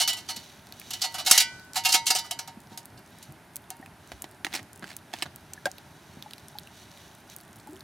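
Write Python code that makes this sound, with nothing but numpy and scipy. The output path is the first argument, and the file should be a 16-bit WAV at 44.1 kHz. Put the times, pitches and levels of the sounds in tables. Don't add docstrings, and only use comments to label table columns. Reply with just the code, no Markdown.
import sys
import numpy as np
from scipy import signal
from scipy.fft import rfft, irfft
from scipy.io import wavfile
from scipy.ndimage import uniform_filter1d

SR = 44100
rng = np.random.default_rng(int(sys.argv[2]) if len(sys.argv) > 2 else 0)


def transcribe(signal):
    frames = np.atleast_2d(signal).T
    limited = np.clip(frames, -1, 1)
    pcm = np.round(limited * 32767).astype(np.int16)
    wavfile.write(sys.argv[1], SR, pcm)


N = 345539

# frequency in Hz, relative level in dB per Hz.
AIR_COLOUR = [(15, -26), (25, -27), (82, 1.5), (149, 2), (416, -5.5), (489, -16), (591, -5.5), (911, -6),
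              (1160, -12), (1520, -8.5), (2610, -17.5), (7920, -27), (9570, -23), (14800, -29.5),
              (16000, -46)]
# start in seconds, relative level in dB, pitch in Hz.
WOOD_CRACKS = [(.7235, -35.5, 4200), (.7986, -35.5, 11100), (.816, -39, 2440), (1.1243, -43, 6800),
               (1.734, -35, 5200), (2.8557, -38, 11450), (3.5583, -29, 10200), (3.566, -29.5, 11500),
               (3.704, -28.5, 9400), (3.8608, -40.5, 2410), (4.221, -28.5, 11000), (4.7317, -42, 9540),
               (4.9663, -30.5, 10500), (5.3603, -36.5, 11340), (5.5352, -30.5, 7000), (5.7154, -35.5, 6500),
               (5.7827, -39.5, 3870), (6.2248, -33.5, 3760), (6.3096, -39.5, 3870), (6.3344, -33.5, 3800),
               (6.3814, -42, 3610), (6.4838, -40, 8910), (6.5861, -30, 3870), (6.6728, -41.5, 2750),
               (6.9155, -46, 5070), (7.2992, -41.5, 5960), (7.364, -34, 12900), (7.8073, -40, 4350)]
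# middle in seconds, half length in seconds, relative level in dB.
CLOTH_STROKES = [(.4, 0.2, -53), (.98, 0.24, -50.5), (2.72, 0.026, -59), (3.2, .13, -61.5),
                 (4.12, 0.13, -61.5), (6.3, 1.3, -62.5), (6.8, .07, -55), (7.02, .12, -57),
                 (7.32, 0.029, -53.5)]
# frequency in Hz, relative level in dB per Hz.
CLOTH_COLOUR = [(1000, -17.5), (2500, -4), (3000, -11.5), (3300, -3), (3800, -2), (5000, -10), (6100, -3),
                (8000, -10), (12000, -11), (16000, -16.5)]
# start in seconds, level in dB, pitch in Hz.
DULL_THUMPS = [(0.367, -45, 220), (1.31, -40, 232.4), (1.309, -54, 75), (1.314, -17.5, 1070),
               (1.944, -35, 345), (2.103, -40.5, 308), (2.152, -43, 312), (2.57, -41, 200),
               (2.717, -42, 200), (3.289, -43, 110), (3.798, -41.5, 240), (4.13, -44.5, 53.7),
               (6.168, -40.5, 231)]
# start in seconds, level in dB, starting pitch in Hz.
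WATER_BUBBLES = [(3.827, -38, 1850), (3.828, -39, 757), (5.577, -34.5, 1700), (5.672, -26, 740),
                 (6.260, -34.5, 843), (6.553, -35, 820), (7.673, -36, 844), (7.688, -35.5, 294),
                 (7.725, -37.5, 362)]
# starting pitch in Hz, level in dB.
POP_TONES = [(573, -16.5), (1570, -16)]
# middle in seconds, half length in seconds, level in dB.
CAP_TURNS = [(4.555, 0.034, -35.5), (4.905, 0.039, -44.5), (5.19, 0.054, -45.5)]
# start in seconds, level in dB, treble in dB,
# grinding time in seconds.
CAP_SNAPS = [(4.118, -34, -11, 0.0013), (4.242, -34, -5, .002), (4.447, -21.5, 0, 0.0017),
             (4.467, -27, -10, .003), (4.538, -29, 4, 0.0035), (4.55, -27, 10, 0.0082),
             (4.592, -37.5, -7, 0.0071), (4.825, -38, -25, .006), (4.842, -33, -14, .003),
             (5.132, -39, -2, 0.0074), (5.137, -27.5, -7, 0.0052), (5.223, -22, 0, .006),
             (5.257, -39.5, -15, 0.011), (5.656, -25.5, 10, 0.0028), (5.667, -26.5, -26, 0.00073)]
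# frequency in Hz, relative level in dB per Hz.
PLASTIC_COLOUR = [(88, -26), (150, -5), (240, 0.5), (280, -1.5), (391, -4), (484, -11.5), (524, -5),
                  (730, 2.5), (941, 0), (1080, -6), (1760, 2.5), (3100, -1.5), (4410, -1.5), (11300, -12.5),
                  (16000, -20)]
# frequency in Hz, relative level in dB per Hz.
WALL_COLOUR = [(500, -31.5), (700, -5), (1050, -18.5), (1250, -10), (1500, -11.5), (2300, -10), (2900, -5),
               (4400, -0.5), (6500, -2.5), (9000, -5), (13000, -9), (16000, -19.5)]
# frequency in Hz, relative level in dB, nominal t60 in seconds.
MUG_MODES = [(1502, -25, .5), (1975, -7.5, .36), (2360, -14, .3), (2963, 2.5, .2), (3036, -6, .26),
             (3372, -7, .17), (3790, -4, .13), (3950, -4, .19), (4364, -1, .2), (4716, -4, .2),
             (4845, -5, .17), (5367, -1, .17), (5899, -1, .17), (7115, -6, .13), (8680, -11, .11)]
CUP_MODES = [(725, -2, .08), (757, 1.5, .1), (924, -5, .36), (1275, -2, .09), (1720, -4, .11),
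             (2180, -1, .2), (2690, 1, .07), (2762, 3, .12), (3854, -1, .14), (4290, 0, .13),
             (4791, 0, .18), (5205, -5, .13), (5716, -3, .1), (6031, 0, .14), (7092, 0, .12),
             (7305, -5, .1), (8312, -5, .12)]
# frequency in Hz, relative level in dB, t60 in seconds.
FREE_MUG_MODES = [(1502, -2.5, 1.2), (1975, 7, .3), (2358, 2, .45), (3372, 4, .28), (4712, -3, .42)]
# start in seconds, relative level in dB, bass in dB, chatter time in seconds,
# balance of mug over cup in dB, pitch favoured by the point struck in Hz.
STEEL_CLANKS = [(.001, -18.5, 0, 0.016, -1.5, 4300), (.018, -23.5, 3, 0.02, 12, 3000),
                (.076, -18.5, 0.5, 0.0099, 7, 4300), (.089, -21, 1, 0.016, 18, 2960),
                (.130, -27, 2, .007, 13, 2960), (.168, -37.5, 0, 0.027, -6, 2960),
                (.288, -28.5, 5.5, 0.021, 1, 4300), (.362, -33, 2, 0.0063, 6.5, 4300),
                (.906, -29.5, -1.5, 0.0054, -3, 3100), (.934, -26.5, 2, 0.0048, 5, 3200),
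                (1.017, -20.5, 0.5, 0.013, 12, 4500), (1.039, -24.5, 7.5, 0.015, -4.5, 4300),
                (1.142, -30.5, 12.5, 0.02, 5, 1270), (1.183, -28.5, 14, 0.02, 14.5, 3900),
                (1.262, -18, -3.5, .027, -7.5, 750), (1.298, -22.5, 2, 0.0063, -13.5, 7040),
                (1.311, -3.5, -11, 0.0029, -10.5, 924), (1.324, -19.5, 4, .05, 6.5, 2000),
                (1.377, -8.5, -10.5, 0.0068, -4, 4660), (1.401, -14, -9.5, .016, -0.5, 3400),
                (1.757, -21.5, 4, 0.028, -2.5, 757), (1.849, -16, 3, 0.025, -22, 2750),
                (1.887, -21, 1, 0.024, -9, 4300), (1.922, -14, -7.5, 0.011, 6, 6000),
                (1.939, -12, 2.5, 0.018, -14.5, 3800), (2.066, -16.5, -10, 0.017, -2, 7300),
                (2.103, -13.5, 5.5, 0.0069, -7, 4790), (2.150, -19, 6, 0.018, 4.5, 8300),
                (2.186, -25.5, 2.5, 0.0063, -2, 4790), (2.241, -41, 13.5, 0.035, 15, 900),
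                (2.31, -23, 6, 0.00304, -4.5, 3000), (2.39, -27.5, 10.5, 0.0041, 3, 6000),
                (2.476, -36, 15.5, 0.0043, -2.5, 3800), (2.715, -53.5, 10.5, 0.036, -13, 924),
                (2.775, -30.5, 4, 0.00084, -2, 11000), (2.974, -50, 2.5, 0.0074, -6.5, 4790),
                (3.227, -39.5, -16.5, 0.0023, 0, 9000), (3.703, -41.5, 13.5, 0.0066, -15.5, 800)]
# frequency in Hz, side minus mid in dB.
STEREO_WIDTH = [(30, -5), (120, -24), (600, -15), (2000, -13), (4000, -11.5), (8000, -17.5), (13000, -4.5)]
# frequency in Hz, left minus right in dB per unit of offset.
CASING_SHADE = [(300, -.7), (1200, -1.2), (2500, -2.9), (4500, -2.4), (8000, 0), (13000, .5)]

SPITS_PER_S, SPIT_DB, SPIT_RANGE_DB = 14, -57, 12
SPIT_LOW_HZ, SPIT_HIGH_HZ = 2980, 12500
FLURRY_S, FLURRY_HALF_S, FLURRY_PER_S = 7.8, 0.63, 77
BUBBLE_CYCLES, SWELL_CYCLES, RISE_OCTAVES_PER_S = 52, 1.14, 2.1
CAVITY_HZ, CAVITY_DB, CAVITY_T60_S = 315, -3, 0.034
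POP_S, POP_T60_S = 5.6565, .049
CHATTER_S = 0.012
TREBLE_DB, TREBLE_DB_PER_DOUBLING = -1, -1.1
RING_DB, RING_DB_PER_DOUBLING = -7.5, 4
FIRM_DB, GRIP_DAMPING = -23, 0.11
MUG_SUSTAIN, CUP_SUSTAIN = 1.05, 1.104
LOW_RING_DB = 3
FAVOUR_DB, WALL_FAVOUR_DB = 8.5, 2.5
GRAZE_DB, GRAZE_LEAD = -17, .5
FREED_S, FREED_DB, FREED_SWELL_S = 1.379, -35, .016


def from_db(db):
    return 10 ** (np.asarray(db) / 20)


def rms_one(x):
    return x / np.sqrt(np.mean(x ** 2) + 1e-20)


def burst_one(x):
    return x / np.sqrt(uniform_filter1d(x ** 2, size=176).max() + 1e-20)


def at_hz(points, hz):
    f, db = np.transpose(points)
    return np.interp(np.log(np.maximum(hz, 1)), np.log(f), db)


def coloured(x, points, size=4096):
    gain = from_db(at_hz(points, np.arange(size // 2 + 1) * SR / size))
    cepstrum = irfft(np.log(gain))
    cepstrum[1:size // 2] *= 2
    cepstrum[size // 2 + 1:] = 0
    return signal.fftconvolve(x, irfft(np.exp(rfft(cepstrum))))[:len(x)]


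def add(out, s, sound):
    at = int(np.clip(round(s * SR), 0, N - 1))
    out[at:at + len(sound)] += sound[:N - at]


def fade(t, t60):
    return np.exp(-np.log(1000) * t / t60)


def swell_and_ebb(middle, half):
    return np.exp(-np.minimum(((np.arange(N) / SR - middle) / half) ** 2, 50))


def resonance(x, hz, q):
    radius = np.exp(-np.pi * hz / q / SR)
    angle = 2 * np.pi * min(hz, SR / 2) / SR
    return signal.lfilter([1, 0, -1], [1, -2 * radius * np.cos(angle), radius * radius], x)


def woods(x, wet_db=-29, t60=.8):
    t = np.arange(SR) / SR
    colour = [(300, 2.5), (1000, -5), (4500, -1), (9000, -6), (16000, -31.5)]
    tails = [coloured(rng.standard_normal(SR) * fade(t, t60), colour) for side in range(2)]
    echoes = [signal.fftconvolve(x, tail / np.linalg.norm(tail))[:N] for tail in tails]
    return from_db(wet_db) * np.array(echoes)


def fire_murmur(level_db=-52.5, flutter_db=1.8):
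    flutter = rms_one(coloured(rng.standard_normal(N), [(10, 0), (25, -15), (80, -60)]))
    air = rms_one(coloured(rng.standard_normal(N), AIR_COLOUR))
    flames = signal.sosfilt(signal.butter(1, 400, fs=SR, output="sos"), air)
    return from_db(level_db) * (air + flames * (from_db(flutter_db * flutter) - 1))


def fire_crackle():
    out, t = np.zeros(N), np.arange(SR // 20) / SR
    per_s = SPITS_PER_S + FLURRY_PER_S * swell_and_ebb(FLURRY_S, FLURRY_HALF_S)
    starts = np.flatnonzero(rng.random(N) < per_s / SR) / SR
    spits = [(s, SPIT_DB + SPIT_RANGE_DB * size ** 3, SPIT_LOW_HZ + (SPIT_HIGH_HZ - SPIT_LOW_HZ) * pitch)
             for s, (size, pitch) in zip(starts, rng.random((len(starts), 2)))]
    for s, db, hz in list(WOOD_CRACKS) + spits:
        burst = rng.standard_normal(len(t)) * (fade(t, .005) + .09 * fade(t, .045))
        wood = burst_one(resonance(burst, hz, q=18000 / hz))
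        tick = burst_one(resonance(burst, 9000, q=.8))
        add(out, s, from_db(db - 1.5) * burst_one(wood + 0.42 * tick))
    return out


def friction(strokes, colour, grain_db):
    grains = np.repeat(rng.standard_normal(N // 40 + 1), 40)[:N]
    power = sum((from_db(db) * swell_and_ebb(middle, half)) ** 2 for middle, half, db in strokes)
    scrape = rng.standard_normal(N) * from_db(grain_db * grains)
    return np.sqrt(power) * rms_one(coloured(scrape, colour))


def handling(ring_db=-1):
    rub = friction(CLOTH_STROKES, CLOTH_COLOUR, grain_db=3)
    ring = sum(from_db(db) * resonance(rub, hz, q=30) for hz, db, _ in MUG_MODES)
    return (rub + from_db(ring_db) * np.std(rub) * rms_one(ring)) / np.sqrt(2)


def thumps():
    out, t = np.zeros(N), np.arange(SR // 5) / SR
    for s, db, hz in DULL_THUMPS:
        push = rng.standard_normal(len(t)) * fade(t, 7 / hz)
        thump = resonance(resonance(push, hz, q=1.5), hz, q=1.2)
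        add(out, s, from_db(db) * burst_one(thump))
    return out


def air_pocket(hz, t60):
    t = np.arange(SR // 5) / SR
    phase = 2 * np.pi * np.cumsum(hz * 2 ** (RISE_OCTAVES_PER_S * t)) / SR
    return np.sin(phase) * (1 - np.exp(-t * hz / SWELL_CYCLES)) * fade(t, t60)


def bottle():
    out = np.zeros(N)
    for s, db, _, _ in CAP_SNAPS:
        if s < POP_S - POP_T60_S:
            add(out, s, from_db(db + CAVITY_DB) * air_pocket(CAVITY_HZ, CAVITY_T60_S))
    for hz, db in POP_TONES:
        add(out, POP_S, from_db(db) * air_pocket(hz, POP_T60_S))
    for s, db, hz in WATER_BUBBLES:
        add(out, s, from_db(db) * air_pocket(hz, BUBBLE_CYCLES / hz))
    return out


def chatter(t, length, per_s, bounce):
    rebounds = rng.random(len(t)) < per_s / SR
    force = rebounds * rng.standard_normal(len(t)) * bounce * np.exp(-(t / length) ** 2)
    force[0] = 1
    return force


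def cap():
    out, t = np.zeros(N), np.arange(SR // 8) / SR
    for s, db, treble_db, length in CAP_SNAPS:
        shell = rng.standard_normal(len(t)) * (fade(t, 0.0046) + 0.33 * fade(t, 0.053))
        snaps = signal.fftconvolve(shell, chatter(t, length, per_s=770, bounce=0.71))[:len(t)]
        colour = [(hz, level + treble_db / (1 + (3000 / hz) ** 2)) for hz, level in PLASTIC_COLOUR]
        add(out, s, from_db(db) * burst_one(coloured(snaps, colour)))
    return out + friction(CAP_TURNS, PLASTIC_COLOUR, grain_db=7.5)


def favoured(hz, pitch, octaves):
    return np.exp(-(np.log2(hz / pitch) / octaves) ** 2)


def vessel_ring(modes, t, swell, sustain, bass_db, pitch, spread_db=2.0):
    hz, db, t60 = np.transpose(modes)[:, :, None]
    low = 1 / (1 + (hz / 1300) ** 4)
    scatter_db = spread_db * (1 - low) * rng.standard_normal(hz.shape)
    point_db = FAVOUR_DB * favoured(hz, pitch, octaves=.11) + scatter_db
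    strength = from_db(db + (bass_db + LOW_RING_DB) * low + point_db)
    waves = np.sin(2 * np.pi * (hz * t + rng.random(hz.shape))) * fade(t, t60 * sustain)
    nominal_rms = np.sqrt(np.sum(from_db(db) ** 2) / 2)
    return (strength * waves).sum(0) * (1 - np.exp(-2 * t / swell)) / nominal_rms


def free_mug_ring():
    t = np.arange(SR) / SR
    tones = sum(from_db(db) * np.sin(2 * np.pi * hz * t) * fade(t, t60) for hz, db, t60 in FREE_MUG_MODES)
    return tones * (1 - np.exp(-t / FREED_SWELL_S))


def steel_clanks(count=520):
    out, ring_t = np.zeros(N), np.arange(SR * 2 // 3) / SR
    t = ring_t[:SR // 4]
    hz = 500 + 15700 * ((np.arange(count) + rng.random(count)) / count) ** 1.4
    t60 = 0.11 * (hz / 4000) ** -.15
    walls = np.sin(2 * np.pi * hz[:, None] * t) * fade(t, t60[:, None])
    spacing_hz = np.gradient(uniform_filter1d(hz, size=9))
    wall_db = at_hz(WALL_COLOUR, hz) + 10 * np.log10(spacing_hz)
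    bass, treble = 1 / (1 + (hz / 1800) ** 4), 1 / (1 + (7000 / hz) ** 4)
    for s, db, bass_db, length, mug_over_cup_db, pitch in STEEL_CLANKS:
        doublings = np.log2(length / CHATTER_S)
        treble_db = TREBLE_DB + TREBLE_DB_PER_DOUBLING * doublings
        point_db = WALL_FAVOUR_DB * favoured(hz, pitch, octaves=0.49) + 3 * rng.standard_normal(count)
        strength = from_db(wall_db + bass_db * bass + treble_db * treble + point_db)
        body = (strength * rng.choice([-1, 1], count)) @ walls
        body *= 1 + 1.2 * fade(t, 0.041)
        for start, contact_db in ((s - GRAZE_LEAD * length, db + GRAZE_DB), (s, db)):
            clank = signal.fftconvolve(body, chatter(t, length, per_s=2300, bounce=0.51))[:len(t)]
            add(out, start, from_db(contact_db - 3.0) * burst_one(clank))
        ring_db = db + RING_DB + RING_DB_PER_DOUBLING * doublings - GRIP_DAMPING * (db - FIRM_DB)
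        lean = np.arctan(from_db(mug_over_cup_db))
        mug = vessel_ring(MUG_MODES, ring_t, length, MUG_SUSTAIN, bass_db, pitch)
        cup = vessel_ring(CUP_MODES, ring_t, length, CUP_SUSTAIN, bass_db, pitch)
        add(out, s, from_db(ring_db) * np.sin(lean) * mug)
        add(out, s, from_db(ring_db + 2.0) * np.cos(lean) * cup)
    add(out, FREED_S, from_db(FREED_DB) * free_mug_ring())
    return signal.sosfilt(signal.butter(7, 580, "high", fs=SR, output="sos"), out)


def placed(sources, offset):
    mid = sum(source() for source in sources)
    side = coloured(sum(source() for source in sources), STEREO_WIDTH)
    left = coloured(mid + side, [(hz, offset * db / 2) for hz, db in CASING_SHADE])
    right = coloured(mid - side, [(hz, -offset * db / 2) for hz, db in CASING_SHADE])
    return np.array([left, right])


def scene():
    foreground = placed([steel_clanks], offset=1.1) + placed([cap, bottle, thumps], offset=1.3)
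    camp = placed([fire_crackle, handling, fire_murmur], offset=.6)
    return foreground + camp + woods(foreground.mean(0))


def record(dry):
    return signal.sosfilt(signal.cheby2(16, 60, 16700, fs=SR, output="sos"), np.clip(dry, -1, 1))


dry = scene()
out = record(dry)
transcribe(out)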